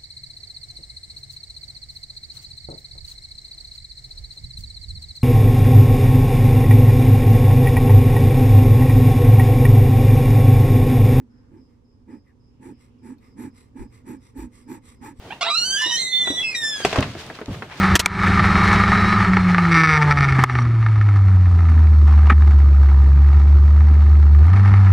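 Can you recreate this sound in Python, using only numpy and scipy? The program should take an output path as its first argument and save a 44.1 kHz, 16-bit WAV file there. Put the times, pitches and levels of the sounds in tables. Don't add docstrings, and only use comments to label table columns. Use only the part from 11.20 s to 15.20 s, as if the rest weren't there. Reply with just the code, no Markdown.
import sys
import numpy as np
from scipy import signal
from scipy.fft import rfft, irfft
from scipy.io import wavfile

SR = 44100
rng = np.random.default_rng(int(sys.argv[2]) if len(sys.argv) > 2 else 0)


def put_to_file(sound):
    columns = np.atleast_2d(sound).T
    safe = np.clip(columns, -1, 1)
    whole_steps = np.round(safe * 32767)
    wavfile.write(sys.argv[1], SR, whole_steps.astype(np.int16))


N = 176400
TIME, FREQS = np.arange(N) / SR, np.fft.rfftfreq(N, 1 / SR)

# frequency_hz, gain_db
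YARD_SPECTRUM = [(20, -11), (55, 0), (110, 0), (175, -12.5), (245, -1.5), (340, -13.5), (490, -13.5),
                 (640, -29.5), (900, -22.5), (1500, -34.5), (4000, -42.5), (5200, -40.5), (8500, -48.5),
                 (16000, -63.5)]
# time_s, level_db
YARD_LEVELS = [(0, -54), (1.3, -56), (2.3, -53), (4, -52.5)]
# frequency_hz, coherence_ratio
YARD_COHERENCE = [(290, 0.76), (640, 0), (1400, 0)]
# pitch_hz, level_db
HUM_TONES = [(118.4, -66), (242.2, -63.5)]
TRIPLET_STARTS = [.097, .365, 0.64, 0.901, 1.194, 1.505, 1.778, 2.031, 2.296, 2.596, 2.962, 3.412, 3.742]
# start_s, length_s, centre_hz, level_db
RUSTLES = [(0.06, 0.36, 1380, -71.5), (1.227, 1, 2650, -76)]
# start_s, length_s, level_db
BUFFETS = [(2.589, 0.072, -31), (3.15, 0.14, -40.5), (3.987, 0.16, -22)]
# start_s, level_db
CLICKS = [(1.983, -61.5)]
# start_s, length_s, rush_db, hiss_db
REFILLS = [(0.44, 0.2, -73.5, -90), (1.03, 0.13, -68.5, -80), (1.55, 0.19, -63.5, -64),
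           (1.982, 0.18, -59, -69), (2.311, 0.21, -58.5, -57), (2.688, 0.16, -57, -60),
           (2.984, 0.18, -60, -59), (3.288, 0.21, -58, -55.5), (3.604, 0.2, -55, -52),
           (3.928, 0.26, -60.5, -54)]
# start_s, length_s, top_hz, level_db
WHISTLES = [(1.408, .115, 10550, -67), (1.832, .105, 10450, -62), (2.163, .125, 11450, -60),
            (2.56, .108, 10750, -64), (2.853, .108, 11500, -60), (3.147, .122, 12300, -62),
            (3.472, .115, 12500, -61), (3.645, .075, 7950, -63)]
# start_s, length_s, can_db, rush_db, hiss_db
SQUEEZES = [(-.07, 0.13, -42, -62.5, -85), (0.279, 0.18, -45.5, -66, -84), (0.857, 0.16, -40.5, -56, -72),
            (1.388, 0.18, -38.5, -52.5, -62), (1.806, 0.18, -40.5, -53, -63),
            (2.149, 0.18, -36.5, -47, -56.5), (2.536, 0.16, -38, -50, -61.5),
            (2.834, 0.17, -36.5, -47.5, -57), (3.134, 0.17, -36.5, -47, -54.5),
            (3.457, 0.16, -36.5, -45.5, -53.5), (3.795, 0.16, -39, -43, -53)]
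# frequency_hz, gain_db
INLET_RUSH = [(150, -3.5), (420, 5.5), (680, -13), (1200, 4), (1600, -8.5), (2100, 5), (3000, -13.5),
              (8000, -20.5)]
INLET_HISS = [(1500, -27), (3300, -2.5), (6200, -4), (7300, -15.5), (7800, 2), (10000, -2), (11800, -16),
              (16000, -48)]
CAN_BODY = [(30, -26.5), (110, -3.5), (175, -14), (255, 6), (320, -5), (470, -17.5), (580, -24.5),
            (2000, -57)]
NOZZLE_RUSH = [(300, -21), (730, -19), (860, 7.5), (1020, -6), (1250, -7.5), (2050, -11), (2480, -16),
               (3000, -24.5), (12000, -50)]
NOZZLE_HISS = [(1500, -65), (3200, -2), (4100, -1), (6200, 2), (7200, 0), (7800, 6.5), (10500, 3),
               (12300, -16), (16000, -52)]
NOZZLE_FIZZ = [(9000, -36), (13000, 0), (15500, 2)]
# frequency_hz, left_lead_rad
PORT_PHASE = [(100, 0), (450, -.5), (620, -2.6), (1200, -9), (1800, -12.2), (2500, -12.6), (3900, -18.7),
              (4500, -22), (5700, -19.3), (7700, -25.1), (9200, -28.1), (11700, -31.2), (14200, -34.3)]
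# frequency_hz, left_minus_right_db
PORT_BALANCE = [(100, 2), (220, -5.5), (800, 2), (1200, -12), (1450, 0), (3400, 0.5), (4050, 9), (4800, 0),
                (8700, -4.5), (9800, -0.5)]
# frequency_hz, coherence_ratio
PORT_COHERENCE = [(60, 0.86), (250, 1), (1400, 0.58), (2100, 0.87), (3000, 0.34), (7200, 0.95), (9300, 1)]


def amp(db):
    return 10 ** (np.asarray(db) / 20)


def unit_rms(x):
    return x / np.sqrt(np.mean(x ** 2) + 1e-20)


def white_noise():
    return rng.standard_normal((2, N))


def per_bin(table):
    hz, value = np.transpose(table)
    return np.interp(np.log(FREQS + 1), np.log(hz + 1), value)


def drift(rate_hz):
    return unit_rms(irfft(rfft(rng.standard_normal(N)) / (1 + (FREQS / rate_hz) ** 4), N))


def cohere(noise, coherence):
    left, other = rfft(noise)
    common = per_bin(coherence)
    return np.array([left, common * left + np.sqrt(1 - common ** 2) * other])


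def at_smoker(noise):
    half_difference = amp(per_bin(PORT_BALANCE) / 2) * np.exp(.5j * per_bin(PORT_PHASE))
    response = np.array([half_difference, 1 / half_difference])
    response /= np.sqrt(np.mean(abs(response) ** 2, axis=0))
    return irfft(cohere(noise, PORT_COHERENCE) * response, N)


def coloured_noise(spectrum, spacing_hz, ripple_db=2.2):
    knots_hz = np.arange(0, SR / 2, spacing_hz)
    ripple = np.interp(FREQS, knots_hz, rng.standard_normal(len(knots_hz)))
    response = amp(per_bin(spectrum) + ripple_db * ripple)
    return unit_rms(at_smoker(irfft(rfft(white_noise()) * response, N)))


def resonant_noise(hz, width_hz, order=2):
    carrier = np.exp(2j * np.pi * np.cumsum(hz) / SR)
    pole = np.exp(-np.pi * width_hz / SR)
    baseband = white_noise() / carrier
    for _ in range(order):
        baseband = signal.lfilter([1 - pole], [1, -pole], baseband)
    return unit_rms((carrier * baseband).real)


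def swell(start_s, length_s, rise, fall):
    progress = (TIME - start_s) / length_s
    attack = np.sin(np.pi / 2 * np.clip(progress / rise, 0, 1))
    release = np.sin(np.pi / 2 * np.clip((1 - progress) / fall, 0, 1))
    return attack * release


def flow_gain(flows, levels_db, power):
    return amp(levels_db) @ flows ** power


def yard():
    wash = unit_rms(irfft(cohere(white_noise(), YARD_COHERENCE) * amp(per_bin(YARD_SPECTRUM)), N))
    hum = np.zeros(N)
    for pitch_hz, level_db in HUM_TONES:
        gain = amp(level_db + 3 * drift(rate_hz=0.67))
        hz = pitch_hz * (1 + 0.0136 * drift(rate_hz=11.8))
        hum += gain * unit_rms(np.sin(2 * np.pi * np.cumsum(hz) / SR))
    wash_db = np.interp(TIME, *np.transpose(YARD_LEVELS)) + 0.73 * drift(rate_hz=3.1)
    return (wash * amp(wash_db) + hum) * amp([[-1.2], [1.2]])


def bird(note_s=0.0226, step_s=0.036, high_hz=5320, low_hz=4627, level_db=-71, echo_s=0.062, echo_db=3):
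    song = np.zeros(N)
    progress = np.arange(0, 1, 1 / (note_s * SR))
    glide_hz = high_hz + (low_hz - high_hz) * progress ** 2
    for start_s in np.add.outer(TRIPLET_STARTS, step_s * np.arange(3)).ravel():
        accent_db, detune = rng.standard_normal(2)
        hz = glide_hz * (1 + .005 * detune)
        note = np.sin(np.pi * progress) * np.sin(2 * np.pi * np.cumsum(hz) / SR)
        song[round(start_s * SR):][:len(note)] += amp(level_db + accent_db) * note
    trees = rng.standard_normal((2, SR // 2)) * np.exp(-TIME[:SR // 2] / echo_s)
    song *= amp(2 * drift(rate_hz=300))
    echo = signal.oaconvolve(song[None], trees / np.linalg.norm(trees[0]), axes=1)[:, :N]
    return song + amp(echo_db) * echo


def rustles():
    return sum(amp(db) * resonant_noise(np.full(N, hz), width_hz=1100)
               * swell(start_s, length_s, rise=0.32, fall=0.8) for start_s, length_s, hz, db in RUSTLES)


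def buffets():
    response = amp(per_bin([(15, -30), (52, 23), (110, 1), (400, -52)]))
    rumble = unit_rms(irfft(cohere(white_noise(), coherence=[(50, 0.69)]) * response, N))
    return rumble * sum(amp(db) * swell(*span, rise=0.38, fall=0.68) for *span, db in BUFFETS)


def bellows_click(decay_s=0.0069):
    envelope = sum(amp(db) * (TIME >= s) * np.exp(-abs(TIME - s) / decay_s) for s, db in CLICKS)
    spectrum = [(500, -12), (1800, -6), (6000, 5), (14000, -30)]
    return envelope * coloured_noise(spectrum, spacing_hz=207, ripple_db=15)


def bellows_squeak(start_s=1.05, length_s=0.082, high_hz=2100, low_hz=1650, level_db=-69):
    hz = np.interp(TIME, [start_s, start_s + length_s], [high_hz, low_hz])
    envelope = amp(level_db) * swell(start_s, length_s, rise=.5, fall=.5)
    return envelope * at_smoker(resonant_noise(hz, width_hz=260))


def refills():
    _, _, rush_db, hiss_db = np.transpose(REFILLS)
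    flows = np.array([swell(*row[:2], rise=0.49, fall=0.84) for row in REFILLS])
    rush = coloured_noise(INLET_RUSH, spacing_hz=59.8) * flow_gain(flows, rush_db, power=1.6)
    hiss = sum(coloured_noise(INLET_HISS, spacing_hz=337) * amp(db) * flow ** 2.6
               for flow, db in zip(flows, hiss_db))
    return (rush + hiss) * amp(1.53 * drift(rate_hz=93))


def whistles(rest_hz=7200):
    _, _, top_hz, level_db = np.transpose(WHISTLES)
    flows = np.array([swell(*row[:2], rise=.38, fall=.5) for row in WHISTLES])
    clarity = np.array([swell(*row[:2], rise=.2, fall=1) for row in WHISTLES])
    hz = rest_hz + (top_hz - rest_hz) @ flows
    hz *= 1 + .009 * drift(rate_hz=90)
    envelope = amp(level_db) @ (clarity * np.sqrt(flows))
    return envelope * at_smoker(resonant_noise(hz, width_hz=380))


def can_resonance(flows, can_db, rest_hz=235, top_hz=345, note_db=-6):
    hz = rest_hz + (top_hz - rest_hz) * flows.sum(0) ** 2
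    note = amp(note_db) * at_smoker(resonant_noise(hz, width_hz=170, order=4))
    body = coloured_noise(CAN_BODY, spacing_hz=42)
    return (body + note) * flow_gain(flows, can_db, power=1.07) * amp(1.52 * drift(rate_hz=41))


def nozzle_jet(flows, rush_db, hiss_db, onset_flow=.3, hard_puff_db=-54.5):
    jets = np.clip((flows - onset_flow) / (1 - onset_flow), 0, 1)
    fizz_db = hard_puff_db + 1.5 * (hiss_db - hard_puff_db)
    rush = coloured_noise(NOZZLE_RUSH, spacing_hz=46, ripple_db=3.2)
    rush *= flow_gain(flows, rush_db, power=2.12)
    hiss = coloured_noise(NOZZLE_HISS, spacing_hz=121.8) * flow_gain(jets, hiss_db, power=1.35)
    fizz = coloured_noise(NOZZLE_FIZZ, spacing_hz=122) * flow_gain(jets, fizz_db, power=2.4)
    return (rush + hiss + fizz) * amp(drift(rate_hz=105))


def squeezes():
    _, _, can_db, rush_db, hiss_db = np.transpose(SQUEEZES)
    flows = np.array([swell(*row[:2], rise=0.41, fall=0.61) for row in SQUEEZES])
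    return can_resonance(flows, can_db) + nozzle_jet(flows, rush_db, hiss_db)


def scene():
    background = yard() + bird() + rustles() + buffets()
    return background + bellows_click() + bellows_squeak() + refills() + whistles() + squeezes()


def record(dry):
    low_pass = signal.firwin(511, cutoff=15750, window=("kaiser", 9), fs=SR)
    return signal.oaconvolve(dry, low_pass[None], "same")


dry = scene()
out = record(dry)
put_to_file(out)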